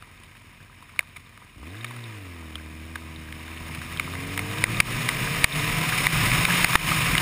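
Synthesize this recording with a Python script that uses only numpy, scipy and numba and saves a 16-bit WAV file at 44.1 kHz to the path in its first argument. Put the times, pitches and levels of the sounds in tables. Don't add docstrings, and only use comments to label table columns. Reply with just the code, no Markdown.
import sys
import numpy as np
from scipy import signal
from scipy.fft import rfft, irfft
from scipy.io import wavfile
from scipy.ndimage import uniform_filter1d
from numba import njit

SR = 44100
rng = np.random.default_rng(int(sys.argv[2]) if len(sys.argv) > 2 else 0)


def output_pcm(signal):
    pcm = np.clip(np.atleast_2d(signal).T, -1, 1) * 32767
    wavfile.write(sys.argv[1], SR, np.round(pcm).astype(np.int16))


N = 317961

TIME = np.arange(N) / SR
TAPS = 8192
GRID = np.fft.rfftfreq(TAPS, 1 / SR)
CRUISE_HZ = 80

# centre_hz, half_height_width_hz, level_db
CASE_MODES = [(855, 116, -7.5), (1002, 210, 4), (1248, 137, 5.5), (1370, 214, -4), (1640, 150, 1),
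              (2084, 580, 5), (2432, 230, 3.5), (3316, 96, -11.5), (3694, 450, 3.5), (5205, 170, 5.5)]


def amp(db):
    return 10 ** (np.asarray(db) / 20)


def unit(x):
    return x / np.sqrt(np.mean(x ** 2) + 1e-20)


def curves(rows):
    s, *columns = np.transpose(rows)
    return [np.interp(TIME, s, c) for c in columns]


def swell(middle_s, length_s):
    return .5 ** ((2 * (TIME - middle_s) / length_s) ** 2)


def slope(points):
    hz, db = np.transpose(points)
    return np.interp(np.log(GRID + 1), np.log(hz), db)


def bumps(rows):
    return sum(db * .5 ** ((2 * (GRID - hz) / width_hz) ** 2) for hz, width_hz, db in rows)


def colour(x, db):
    log_gain = np.log(amp(np.maximum(db, -100)))
    circle = np.concatenate([log_gain, log_gain[-2:0:-1]])
    response = np.fft.ifft(np.exp(signal.hilbert(circle).conj())).real
    return signal.oaconvolve(x, response[:TAPS // 2])[:len(x)]


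def wander(rate_hz):
    hz = np.fft.rfftfreq(N, 1 / SR)
    spectrum = rfft(rng.standard_normal(N)) / (1 + (hz / rate_hz) ** 4)
    return unit(irfft(spectrum, N))


def steadied(x):
    power = uniform_filter1d(x ** 2, size=SR // 3)
    return x / np.sqrt(abs(power) + 1e-12)


def revs(flywheel_s=.07):
    # time_s, firing_hz
    rev_points = [(1.54, 44), (1.68, 85), (1.8, 114), (1.93, 122), (2.07, 115), (2.3, 87), (2.5, 78),
                  (2.76, 78), (2.95, 82), (3.28, 78), (3.58, 81.5), (3.85, 80.3), (4.35, 95), (4.88, 117),
                  (5.06, 121), (5.5, 141.6), (5.86, 161), (6.6, 178), (6.86, 155), (7.21, 165)]
    return uniform_filter1d(curves(rev_points)[0], size=round(flywheel_s * SR))


def off_idle(idle_hz=45, open_hz=76):
    return np.clip((revs() - idle_hz) / (open_hz - idle_hz), 0, 1)


def throttle(open_s=0.39, close_s=0.12):
    # opens_s, closes_s, opening (0-1)
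    openings = [(1.574, 1.95, 0), (3.87, 6.55, 1.0), (6.78, 7.3, 0.9)]
    total = 0
    for opens_s, closes_s, opening in openings:
        rise = np.clip((TIME - opens_s) / open_s, 0, 1)
        fall = np.clip(1 - (TIME - closes_s) / close_s, 0, 1)
        total = total + opening * rise * fall
    return total


def intake(turns, firing_hz):
    # firing_rate_multiple, level_db
    orders = [(2.5, -5), (3, -3), (3.5, 0), (4.5, 0), (5, -5), (5.5, -12), (6.5, -8), (7.5, -5), (8.5, -6)]
    # frequency_hz, level_db
    airbox = [(200, 0), (295, -14), (370, -13.5), (420, -10), (460, -3), (495, -10), (540, -18), (610, -10),
              (670, -7), (760, -9), (860, -24), (1400, 2)]
    box_db = slope(airbox)
    tones = np.zeros(N)
    for k, db in orders:
        gain = amp(db + np.interp(k * firing_hz, GRID, box_db))
        tones += gain * np.sin(2 * np.pi * (k * turns + rng.random()))
    return np.sqrt(2) * tones


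def engine(waver=.0015, idle_waver=.06, thud_db=-1, lope_hz=4.98, lope_db=1.0, puff_db=-2,
           uneven_running=0.069, uneven_idle=0.51, thud_running=0.04):
    # pulse_strength_db, header_delay_s
    cylinders = [(3.5, .0001), (-1, 0.00018), (0.5, .00012), (2.4, 0.00033)]
    # frequency_hz, level_db
    pipe = [(20, -23), (60, -25), (120, -2), (165, 1), (200, -2.5), (245, 5), (325, 3.5), (385, -9),
            (430, -11.5), (485, -9), (545, -14), (620, -12.5), (830, -19), (2500, -30)]
    # frequency_hz, level_db
    thud_shape = [(20, -22), (55, -12), (85, 0), (115, -0.5), (150, -16), (230, -9.5), (400, -21.5),
                  (900, -35.5)]
    boom_cruise_db, boom_octave_db, boom_throttle_db, boom_idle_db = -42, 4.5, 3.1, -14
    bark_cruise_db, bark_octave_db, bark_throttle_db, bark_idle_db = -46.5, -5, 7, -10
    intake_cruise_db, intake_octave_db, intake_throttle_db, intake_idle_db = -54, 2.5, 11.5, -18
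    dip_s, dip_length_s, dip_depth_db = 6.2, 0.32, -22
    drone_hz, drone_width_hz, drone_rise_db = 167, 30, 3

    firing_hz, running, load = revs(), off_idle(), throttle()
    idling, octaves = 1 - running, np.log2(firing_hz / CRUISE_HZ)
    dip_db = dip_depth_db * swell(dip_s, dip_length_s)
    drone_db = drone_rise_db * .5 ** ((2 * (firing_hz - drone_hz) / drone_width_hz) ** 2)
    boom_db = boom_cruise_db + boom_octave_db * octaves + boom_throttle_db * load
    boom_db = boom_db + boom_idle_db * idling ** 2 + dip_db + drone_db
    pipe_db = bark_cruise_db + bark_octave_db * octaves + bark_throttle_db * load
    pipe_db = pipe_db + bark_idle_db * idling ** 2 + dip_db
    intake_db = intake_cruise_db + intake_octave_db * octaves + intake_throttle_db * load
    intake_db = intake_db + intake_idle_db * idling

    turns = np.cumsum(firing_hz * (1 + (waver + idle_waver * idling) * wander(12))) / SR
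    firings = np.flatnonzero(np.diff(np.floor(turns)))
    strength_db, delay_s = np.resize(cylinders, (len(firings), 2)).T
    arrival = np.clip(firings + np.round(delay_s * SR).astype(int), 0, N - 1)
    uneven = uneven_running + uneven_idle * idling
    pulses = np.zeros(N)
    pulses[arrival] = amp(strength_db) * (1 + uneven[firings] * rng.standard_normal(N)[:len(firings)])
    bark = np.sqrt(running) * steadied(colour(pulses, slope(pipe)))

    puffs = unit(pulses) + amp(puff_db) * rng.standard_normal(N)
    lope = amp(thud_db + lope_db * np.cos(2 * np.pi * lope_hz * TIME))
    thud_share = np.sqrt(idling + abs(thud_running) * running)
    thud = thud_share * lope * steadied(colour(puffs, slope(thud_shape)))

    boom = np.sqrt(2) * np.sin(2 * np.pi * turns) * amp(boom_db + 0.9 * wander(15.0))
    return boom + amp(pipe_db) * (bark + thud) + amp(intake_db) * intake(turns, firing_hz)


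def pace(set_off_s=1.6, full_speed_m_per_s=15):
    # time_s, speed_m_per_s
    speeds = [(2.4, 1.6), (3.35, 3.47), (3.7, 5.54), (4.4, 7.27), (5.0, 10.25), (5.6, 11.7), (6.25, 14.93),
              (6.65, 15.3), (7.21, 13.84)]
    return np.maximum(curves([(set_off_s, 0)] + speeds)[0], 0) / full_speed_m_per_s


def hiss_level(rain_db=-51.5, whirr_db=-48.5, whirr_power=1.3, tyres_db=-24.5, tyres_power=1.85):
    whirr = amp(whirr_db) * off_idle() * (revs() / CRUISE_HZ) ** whirr_power
    tyres = amp(tyres_db) * pace() ** tyres_power
    return np.sqrt(amp(rain_db) ** 2 + whirr ** 2 + tyres ** 2)


def patter(ticks_per_s=45, spread_db=5.0, level_re_hiss_db=-12, t60_s=0.018):
    t = np.arange(SR // 30) / SR
    modes_hz = [hz for hz, width_hz, db in CASE_MODES if db > 0 and hz < 4000]
    out = np.zeros(N)
    for hz in modes_hz:
        hits = rng.random(N) < ticks_per_s / len(modes_hz) / SR
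        sizes = amp(spread_db * np.minimum(rng.exponential(1, N), 3))
        ring = np.sin(2 * np.pi * hz * t) * amp(-60 * t / t60_s)
        out += signal.oaconvolve(hits * sizes, ring)[:N]
    return amp(level_re_hiss_db) * unit(out)


def spray(droplets_per_s=900, spread_db=1.5, droplets_db=-5, flutter_db=1.42,
          lift_rest_db=-1.2, lift_speed_db=5.5):
    # frequency_hz, density_db_per_hz
    hiss_shape = [(100, -13.5), (350, -4.5), (600, -5.5), (1000, -0.5), (2000, -1.5), (2800, 0.5),
                  (4300, -12.5), (7000, -11), (10000, -14), (16000, -9)]
    lift_db = lift_rest_db + lift_speed_db * pace()
    sizes = amp(spread_db * np.minimum(rng.exponential(1, N), 4)) * rng.choice([-1, 1], N)
    droplets = unit(sizes * (rng.random(N) < droplets_per_s / SR))
    water = rng.standard_normal(N) * amp(flutter_db * wander(62)) + amp(droplets_db) * droplets
    hiss = unit(colour(water, slope(hiss_shape) + bumps(CASE_MODES)))
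    treble = signal.sosfilt(signal.butter(1, 4000, "high", fs=SR, output="sos"), hiss)
    return hiss_level() * (hiss + (amp(lift_db) - 1) * treble + patter())


def wind(lumps_db=2, breeze_db=-61.5, full_speed_db=-30.5, speed_power=1.42):
    # frequency_hz, density_db_per_hz
    buffet = [(12, -35), (25, -18), (39, -3.5), (62, -15), (90, -11), (125, -2), (160, -0.5), (215, -14),
              (320, -17), (500, -39), (800, -32.5), (2000, -44)]
    # middle_s, length_s, rise_db
    gusts = [(4.743, .16, 8.5), (4.98, .14, 4), (5.32, .14, 4), (5.78, 0.1388, 4), (6.32, 0.26, 7),
             (7.11, .14, 6)]
    gust_db = sum(db * swell(middle_s, length_s) for middle_s, length_s, db in gusts)
    level = np.hypot(amp(breeze_db), amp(full_speed_db + gust_db) * pace() ** speed_power)
    noise = colour(rng.standard_normal(N), slope(buffet))
    return level * unit(noise * amp(lumps_db * wander(31)))


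def light_drops(rest_per_s=3.2, speed_per_s=6, rest_db=-45, speed_db=21.5, scatter_db=3.5,
                low_hz=1100, high_hz=2890, press_s=0.0019):
    chance, size, place = rng.random((3, N))
    hits = np.flatnonzero(chance < (rest_per_s + speed_per_s * pace()) / SR)
    db = rest_db + speed_db * pace()[hits] + scatter_db * (2 * size[hits] - 1)
    hz = low_hz * (high_hz / low_hz) ** place[hits]
    return list(zip(TIME[hits], db, hz, np.full(len(hits), press_s)))


def drops(t60_s=0.0094, splash_db=-5.5, rise_s=0.00018, linger_db=-24, linger_t60_s=0.041, sag=0.2,
          rattle=0.54, snap_hz=3700, snap_db=-12, knock_hz=1230, knock_db=-11, stiff_hz=830):
    # start_s, strength_db, mid_slide_ring_hz, press_s
    heavy_drops = [(.024, -35, 1320, 0.0011), (.235, -35.5, 2330, 0.0011), (.824, -41.5, 1050, 0.0046),
                   (0.9918, -8, 2287, 0.0012), (1.0063, -31.5, 1690, .0023), (1.161, -39.5, 2202, .012),
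                   (1.1665, -34.5, 2270, 0.0012), (1.375, -39, 1170, 0.0021), (1.8443, -24, 2280, 0.0037),
                   (1.908, -35.5, 1002, 0.0048), (1.964, -32.5, 1350, 0.0021), (2.555, -28, 3200, .0023),
                   (2.9554, -26, 1610, 0.0051), (3.325, -27.5, 2382, .001), (3.749, -25, 2290, .001),
                   (3.816, -28.5, 1670, 0.0018), (3.925, -30, 2080, 0.0012), (3.973, -27.5, 3330, 0.0014),
                   (3.997, -15, 2370, 0.0017), (4.137, -31.5, 1087, 0.0019), (4.376, -12.5, 2233, 0.00093),
                   (4.392, -19, 2190, 0.0023), (4.6395, -2, 2084, .0013), (4.8021, 3.5, 2310, 0.0026),
                   (5.089, -7, 2146, .0014), (5.4424, 9.5, 2314, 0.0023), (6.068, -3.5, 2080, 0.0014),
                   (6.317, -14.5, 2400, .001), (6.452, -5, 2420, 0.0015), (6.645, 3, 2150, 0.0019),
                   (6.7543, 3.5, 1060, 0.0012), (6.756, 1, 1900, 0.0022), (7.152, -7, 2153, 0.0013),
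                   (7.18, -7.5, 2980, 0.0015)]
    # frequency_hz, density_db_per_hz
    splash_shape = [(100, -92), (500, 0.5), (1000, -4.5), (2200, -4.5), (3000, -7), (4500, -20.5),
                    (9000, -9.5), (16000, -11)]
    t = np.arange(SR // 20) / SR
    rings, splashes = np.zeros((2, N + len(t)))
    grit = rng.standard_normal(N + len(t))
    shake = np.resize(wander(950), N + len(t))
    snap = amp(snap_db) * np.sin(2 * np.pi * snap_hz * t)
    knock = amp(knock_db) * np.sin(2 * np.pi * knock_hz * t)
    for start_s, db, hz, press_s in heavy_drops + light_drops():
        start = round(start_s * SR)
        span = slice(start, start + len(t))
        decay = amp(db - 60 * np.maximum(t - press_s, 0) / t60_s)
        force = decay * (1 - np.exp(-t / rise_s))
        linger = amp(db + linger_db - 60 * t / linger_t60_s)
        ring_hz = hz * (1 + sag * (np.exp(-t / press_s) - .5))
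        ring = np.sin(2 * np.pi * np.cumsum(ring_hz) / SR) + snap + knock
        rings[span] += force * ring * (1 + rattle * shake[span])
        splashes[span] += (force + linger) * grit[span]
    body_db = slope(splash_shape) + bumps(CASE_MODES)
    body_db -= 10 * np.log10(np.mean(amp(body_db) ** 2))
    stiff = signal.butter(N=3, Wn=stiff_hz, btype="high", fs=SR, output="sos")
    return signal.sosfilt(stiff, rings + amp(splash_db) * colour(splashes, body_db))[:N]


def scene():
    return (engine() + spray() + wind() + drops())[None]


@njit
def limiter_db(x, threshold, fall, recovery):
    gain, out = 0., np.zeros(len(x))
    held = 0.
    for i in range(len(x)):
        held = max(abs(x[i]), held * .98)
        if held * 10 ** (gain / 20) > threshold:
            gain -= fall
        else:
            gain = min(gain + recovery, 0.)
        out[i] = gain
    return out


def record(dry, threshold_db=-7.5, fall_db_per_s=3500, recovery_db_per_s=115, ceiling=0.59,
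           off_centre=0.67, edge_hz=16000):
    # centre_hz, half_height_width_hz, level_db
    treble_shape = [(6030, 496, -15), (7470, 770, -6.5), (9660, 580, 6), (12115, 1810, -27),
                    (14450, 700, -1.5), (16080, 1300, -38)]
    x = dry[0]
    duck_db = limiter_db(x, float(amp(threshold_db)), fall_db_per_s / SR, recovery_db_per_s / SR)
    overload = uniform_filter1d(np.maximum(abs(x) - ceiling, 0), size=SR // 1500)
    x = (x + off_centre * overload) * amp(duck_db)
    x = x / (1 + (x / ceiling) ** 4) ** .25
    x = colour(x, bumps(treble_shape))
    low_pass = signal.firwin(511, edge_hz, window=("kaiser", 9), fs=SR)
    return signal.oaconvolve(x, low_pass, "same")[None]


dry = scene()
out = record(dry)
output_pcm(out)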